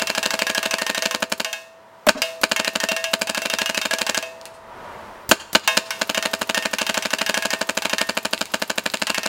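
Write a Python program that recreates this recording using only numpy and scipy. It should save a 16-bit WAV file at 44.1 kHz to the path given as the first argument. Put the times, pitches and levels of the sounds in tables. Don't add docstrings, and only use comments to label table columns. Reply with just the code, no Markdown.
import sys
import numpy as np
from scipy import signal
from scipy.fft import rfft, irfft, next_fast_len
from scipy.io import wavfile
from scipy.ndimage import map_coordinates

SR = 44100
rng = np.random.default_rng(int(sys.argv[2]) if len(sys.argv) > 2 else 0)


def persist_wave(psi):
    counts = np.round(np.clip(psi, -1, 1) * 32767).astype(np.int16)
    wavfile.write(sys.argv[1], SR, np.atleast_2d(counts).T)


N = 409232
CYCLE_S = .07985

# frequency_hz, level_db
CRACK_SPECTRUM = [(300, -39), (1000, -24), (2000, -4), (2800, 2), (3400, -8.5), (4200, -0.5), (5000, -2),
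                  (5900, -12.5), (6700, -3.5), (7300, -5.5), (8000, -10.5), (9500, -12), (11300, -18),
                  (16000, -22)]
# frequency_hz, level_db
HISS_SPECTRUM = [(100, 17), (900, 6.5), (3000, 5.5), (7000, 7), (10000, 5), (13500, 10.5), (16000, 2)]


def marker(fired):
    # delay_s, push_db, gas_db, db_per_accent_db
    blows = [(-.0062, -52, -17.5, 0.86), (-.0045, 0.5, -7, 0.18), (-.0013, -5, -4, 0.05),
             (0, 1.5, 0.5, -0.24), (.0042, -10, -15, -0.37), (.011, -8, -11, -0.9)]
    # frequency_hz, level_db, t60_s
    body_modes = [(85, -25, 0.051), (243, -13.5, 0.05), (320.8, -18, 0.069), (411, -39, 0.2),
                  (532, -15.5, 0.026), (646, -7, 0.049), (921.4, -14, 0.067), (971.5, -10.5, 0.035),
                  (1200, -31.5, 0.18), (1536, -24, 0.096), (1558, -18, 0.092), (1661, -4.5, 0.03),
                  (2395, -6.5, 0.023), (2370, -75, .035), (2800, -18, 0.07), (3070, -18, 0.053),
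                  (3960, -8, 0.017), (4270, -53, 0.011), (4600, -34, 0.028), (7240, -12.5, .02)]
    # frequency_hz, level_db
    pop_spectrum = [(30, -67.5), (80, -28.5), (125, -32), (210, -4), (300, 4.5), (380, 0.5), (620, -12.5),
                    (750, -6.5), (950, -4.5), (1600, 4), (1950, -16.5), (2800, -2), (5000, -19.5),
                    (12000, -71)]
    # frequency_hz, gain_db
    radiation = [(30, -30.5), (80, -11), (120, -26.5), (150, -15), (190, 2), (16000, -3.5)]
    out, t = np.zeros(N), seconds(.1)
    lead_s, thump_rise_s = .03, .0031
    hz, mode_db, t60 = np.transpose(body_modes)
    ringing = fade(t, t60[:, None]) * np.sin(2 * np.pi * hz[:, None] * t)
    for s, pop_db, crack_db, accent_db in fired:
        pushes, gas, ring = np.zeros((3, len(t)))
        for delay, push_db, gas_db, growth in blows:
            at = lead_s + delay + rng.normal(0, .00002)
            add(pushes, at, amp([push_db + growth * accent_db + rng.normal(0, 0.98)]))
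            spit = noise(CRACK_SPECTRUM, len(t)) * (fade(t, 0.006) + 0.051 * fade(t, 0.13))
            add(gas, at, amp(gas_db + growth * accent_db) * spit)
        add(ring, lead_s - .001, amp(mode_db + rng.normal(0, 1, len(hz))) @ ringing)
        blast = amp(pop_db + 36.5) * coloured(pushes, pop_spectrum)
        shot = blast + amp(0.71 * pop_db + 8) * ring + amp(crack_db + 7) * gas
        thump = t / thump_rise_s * np.exp(-t / thump_rise_s)
        add(shot, lead_s, amp(pop_db + 4.5 + 0.32 * accent_db) * thump)
        add(shot, lead_s - .026, amp(-33.5) * noise(HISS_SPECTRUM, len(t)) * fade(t, 0.059))
        add(out, s - lead_s, tree_line(shot, trees_db=-22))
    return nearby(coloured(out, radiation), near_db=-11.5, near_t60=0.042)


def shots():
    # start_s, shot_count, pop_db, first_accent_db
    strings = [(0.022, 14, -27.5, 0), (1.1486, 2, -23.5, -4), (1.3242, 2, -30, 3.5), (2.0933, 1, -26, 11.5),
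               (2.4398, 7, -26.5, 8), (3.1392, 14, -28, 5.5), (5.3187, 1, -25.5, 14.5),
               (5.5561, 1, -26, 12), (5.776, 1, -29.5, 10.5), (6.0192, 31, -25.5, 3),
               (8.5436, 10, -26.5, 3)]
    accent_left = 0.23
    rows = []  # start_s, pop_db, crack_db, accent_db
    for start, count, pop_db, first_accent_db in strings:
        k = np.arange(round(count))
        accent_db = first_accent_db * accent_left ** k
        crack_db = -15.5 + 0.89 * accent_db
        rows.extend(zip(start + CYCLE_S * k, pop_db + accent_db, crack_db, accent_db))
    return np.array(rows) - rng.normal(0, [0, .6, .6, 0], (len(rows), 4))


def vents():
    # start_s, hiss_db, honk_db
    blow_offs = [(2.067, -22, -11), (2.414, -27, -44), (5.292, -17.5, -48), (5.53, -22.5, -54)]
    # frequency_hz, level_db
    flutter = [(40, -2), (120, -8), (250, 5), (600, -2.5), (1500, -2.5), (3000, -10), (12000, -46)]
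    out, t = np.zeros(N), seconds(.03)
    sealing = np.clip((t[-1] - t) / 0.0083, 0, 1)
    for s, hiss_db, honk_db in blow_offs:
        hiss = noise(HISS_SPECTRUM, len(t)) * (fade(t, 0.032) + 0.22)
        pitch_hz = 590 + 250 * fade(t, 0.032)
        tone = np.sin(2 * np.pi * np.cumsum(pitch_hz) / SR)
        honk = tone + 1.37 * noise(flutter, len(t)) * fade(t, 0.049)
        honk *= amp(honk_db) * (1 - np.exp(-t / 0.0019))
        add(out, s, sealing * (amp(hiss_db) * hiss + honk))
        tree_echo = scatter(sealing * honk, flutter, fade(seconds(0.29), 0.18))
        add(out, s + .08, amp(-22.5) * tree_echo)
    return out


def target(landed):
    # frequency_hz, level_db, t60_s
    plate_modes = [(502, -26.5, 1.8), (635, -21, 0.52), (656.8, -15, 2.53), (834, -7.5, 0.31),
                   (891, -6, 0.17), (1058, -8, 0.6), (1180, -14, 0.13), (1520, -6.5, 0.19),
                   (1654, -2, 0.34), (1827, -8, 0.8), (2180, -4.5, 0.3), (2340, -11, 0.23),
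                   (2580, -4, 0.44), (2706, -3.5, 0.5), (2745, -7.5, 0.57), (2846, -1.5, 0.31),
                   (3160, -1.5, 0.22), (3520, -23, 0.14), (3680, -7.5, 0.48), (4000, -36, 0.11),
                   (4800, -3.5, 0.082), (5000, -13, 0.32), (5760, -27, 0.13), (5950, 2.5, 0.064),
                   (6300, -33, 0.09), (7200, -6, 0.054), (8200, -38, .1)]
    # frequency_hz, level_db
    splat_spectrum = [(60, -49), (200, -8), (400, -31), (650, -2.5), (1300, 1), (2700, 1.5), (6000, 0),
                      (8500, -6.5), (16000, -14.5)]
    # frequency_hz, gain_db
    radiation = [(30, -41), (200, -5), (450, -1), (16000, -1.5)]
    out, t, burst = np.zeros(N), seconds(1.2), seconds(.3)
    hz, mode_db, t60 = np.transpose(plate_modes)
    ringing = fade(t, t60[:, None]) * (0.65 + fade(t, 0.33)) * np.exp(2j * np.pi * hz[:, None] * t)
    splash = amp(7.5) * fade(burst, 0.0032) + amp(3) * fade(burst, 0.031) + amp(-10) * fade(burst, 0.43)
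    for s, db, low_db, ping_hz, ping_db in landed:
        distance = np.abs(np.log(hz / ping_hz))
        loss_db = ping_db * np.minimum(0.037 + .5 * distance, 1)
        overtone_db = np.where(distance == distance.min(), .7 * ping_db, -loss_db)
        favour_db = np.where(hz < 800, low_db + 16.5, overtone_db)
        strengths = amp(mode_db + favour_db + rng.normal(0, 2.5, len(hz)))
        phases = np.exp(2j * np.pi * rng.random(len(hz)))
        ring = ((strengths * phases) @ ringing).real
        splat = noise(splat_spectrum, len(burst)) * splash
        spot_hz = np.exp(rng.uniform(np.log(1000), np.log(8000), size=(9, 1)))
        clank = np.sin(2 * np.pi * spot_hz * burst).sum(0)
        clank *= fade(burst, 0.058) * (1 - np.exp(-burst / 0.00043))
        add(out, s, amp(db - 7) * ring)
        add(out, s, amp(db - 8) * clank)
        add(out, s, tree_line(amp(db) * splat, trees_db=-22))
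    return coloured(out, radiation)


def hits(fired):
    # start_s, level_db, low_tone_db, ping_hz, ping_db
    distinct_hits = [(0.0, -29, 2, 2718, 17), (0.0718, -24, -23, 2690, 15),
                     (0.7841, -24.5, -29, 1830, 18.5), (1.0224, -21.5, -3.5, 1860, 10.5),
                     (1.1107, -24.5, -4, 1080, 7), (1.4465, -23.5, -4, 1820, 6), (1.5292, -25, -7, 2540, 6),
                     (2.219, -17.5, -4, 4550, 14), (2.5627, -22, -5.5, 1810, 5),
                     (2.8019, -23.5, -16, 1860, 12), (2.8878, -23.5, -2, 2734, 23),
                     (2.9646, -23, -6, 1820, 13), (3.0412, -22.5, -6, 2700, 5),
                     (3.2718, -27.5, -9, 2770, 2), (3.419, -26.5, 0, 2684, 10),
                     (3.4998, -23.5, -6.5, 2700, 9), (3.6598, -24, -25, 2800, 12),
                     (3.815, -24, -10, 2710, 7), (3.9098, -23, -5, 1680, 13.5),
                     (4.2265, -30.5, 0.5, 2590, 9), (5.6761, -14.5, -6.5, 1820, 1),
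                     (5.9063, -22, -26, 1520, 11), (6.5456, -20, -5.5, 1850, 9),
                     (7.5051, -23, -12, 1800, 11), (7.8957, -25, -17, 2800, 2),
                     (7.9829, -22.5, -15, 1840, 13), (9.0694, -23.5, -19, 1110, 6),
                     (9.1453, -23.5, -22, 1850, 13)]
    # start_s, end_s, level_db
    on_target = [(0, 1.02, -23.5), (2.48, 2.56, -26.5), (2.64, 4.14, -24), (5.98, 6.14, -25),
                 (6.46, 6.54, -30), (6.62, 7.42, -24), (7.66, 7.9, -27.5), (8.9, 9.28, -26.2)]
    spot_pitches = [1520, 1688, 1821, 2570]
    delay_s, low_tone_db, ping_db = .127, -9.5, 7.5
    rows = list(distinct_hits)
    distinct_s = np.transpose(distinct_hits)[0]
    chance = rng.normal(0, [.0015, 2], (len(fired), 2))
    pings = rng.choice(spot_pitches, len(fired))
    for s, (late_s, extra_db), ping_hz in zip(fired[:, 0], chance, pings):
        ordinary = np.abs(distinct_s - s - delay_s).min() > CYCLE_S / 2
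        for start, end, db in on_target:
            if ordinary and start <= s <= end:
                rows.append((s + delay_s + late_s, db + extra_db, low_tone_db, ping_hz, ping_db))
    return rows


def clicks():
    # start_s, level_db
    contacts = [(2.4927, -33), (4.4137, -16), (4.455, -4), (5.5964, -15), (8.3782, -6), (8.4563, -7.5),
                (8.9007, -6.5), (8.972, -7)]
    out, t = np.zeros(N), seconds(.08)
    for s, db in contacts:
        tick = noise(CRACK_SPECTRUM, len(t)) * (fade(t, 0.0019) + 0.084 * fade(t, 0.09))
        add(out, s, tree_line(amp(db - 9.5) * tick, trees_db=-12))
    return nearby(out, near_db=-9, near_t60=.09)


def nearby(x, near_db, near_t60):
    # frequency_hz, level_db
    spectrum = [(150, -43), (300, 10), (700, -2.5), (1500, 1.5), (2500, 3), (5000, -7.5), (15000, 1.5)]
    t = seconds(.15)
    envelope = fade(t, near_t60) * (1 - np.exp(-t / 0.015))
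    return x + amp(near_db) * scatter(x, spectrum, envelope)[:len(x)]


def tree_line(x, trees_db):
    # frequency_hz, level_db
    spectrum = [(100, -3), (400, -10), (1000, -2.5), (4000, 0), (8000, 0), (12000, -3.5), (16000, -1.5)]
    t = seconds(.6)
    late = np.maximum(t - .082, 0)
    envelope = 0.34 * fade(t, 1.0) + fade(late, 0.093) * (1 - np.exp(-late / 0.0047))
    wet = amp(trees_db) * scatter(x, spectrum, envelope)
    wet[:len(x)] += x
    return wet


def breeze():
    # time_s, rush_db, hiss_db
    course = [(0, -40.5, -44), (1.7, -52.5, -66), (2.05, -47.5, -61), (4.3, -45, -58), (4.62, -44.5, -63),
              (4.78, -38.5, -57.5), (4.93, -37, -54.5), (5.15, -40, -55.5), (5.5, -46, -63),
              (6.0, -43, -48), (8.4, -46.5, -48.5), (9.28, -46.5, -54)]
    # frequency_hz, level_db
    rush_spectrum = [(15, -53), (25, -33), (97, -7.5), (175, -11), (206, -3.5), (270, -10), (394, -6),
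                     (591, -3), (695, -4), (775, -5.5), (962, 2), (1040, -3.5), (1160, -4.5), (1840, -11.5),
                     (16000, -55)]
    hiss_spectrum = [(1000, -17), (3000, 0), (8000, -9), (16000, -15)]
    s, rush_db, hiss_db = np.transpose(course)
    t = np.arange(N) / SR
    rush = amp(np.interp(t, s, rush_db) + .6 * wobble(12)) * noise(rush_spectrum, N)
    hiss = amp(np.interp(t, s, hiss_db) + 0.44 * wobble(1.5)) * noise(hiss_spectrum, N)
    return rush + hiss


def gust():
    # frequency_hz, level_db
    spectrum = [(15, -7), (40, 3), (90, 1), (160, -14), (400, -48), (16000, -100)]
    peak_s, width_s, peak_db = 5, 0.34, -56.5
    swell = np.exp(-.5 * ((np.arange(N) / SR - peak_s) / width_s) ** 2)
    return swell * amp(peak_db + 1.5 * wobble(8)) * noise(spectrum, N)


def scatter(x, points, envelope):
    tail = noise(points, len(envelope)) * envelope
    return signal.fftconvolve(x, tail / np.linalg.norm(tail))


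def coloured(x, points):
    cepstrum = irfft(np.log(gains(points, size=4096)))
    half = len(cepstrum) // 2
    cepstrum[1:half] *= 2
    cepstrum[half + 1:] = 0
    response = irfft(np.exp(rfft(cepstrum)))[:half]
    return signal.fftconvolve(x, response)[:len(x)]


def noise(points, size):
    padded = next_fast_len(size, True)
    x = irfft(rfft(rng.standard_normal(padded)) * gains(points, padded), padded)[:size]
    return x / np.sqrt(np.mean(x ** 2) + 1e-20)


def gains(points, size):
    hz, db = np.transpose(points)
    return amp(np.interp(np.log(np.fft.rfftfreq(size, 1 / SR) + 1), np.log(hz), db))


def wobble(rate):
    knots = rng.standard_normal(int(N * rate / SR) + 4)
    return map_coordinates(knots, [np.arange(N) * rate / SR])


def fade(t, t60):
    return np.exp(-np.log(1000) * t / t60)


def add(track, s, sound):
    i = round(s * SR)
    sound = sound[max(-i, 0):]
    part = track[max(i, 0):][:len(sound)]
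    part += sound[:len(part)]


def amp(db):
    return 10 ** (np.asarray(db) / 20)


def seconds(length):
    return np.arange(int(length * SR)) / SR


def scene():
    fired = shots()
    return (marker(fired) + vents() + target(hits(fired)) + clicks() + breeze() + gust())[None]


def record(dry):
    top_hz = 15850
    clipped = np.clip(dry, -1, 1)
    return irfft(rfft(clipped) * (np.fft.rfftfreq(N, 1 / SR) < top_hz), N)


dry = scene()
out = record(dry)
persist_wave(out)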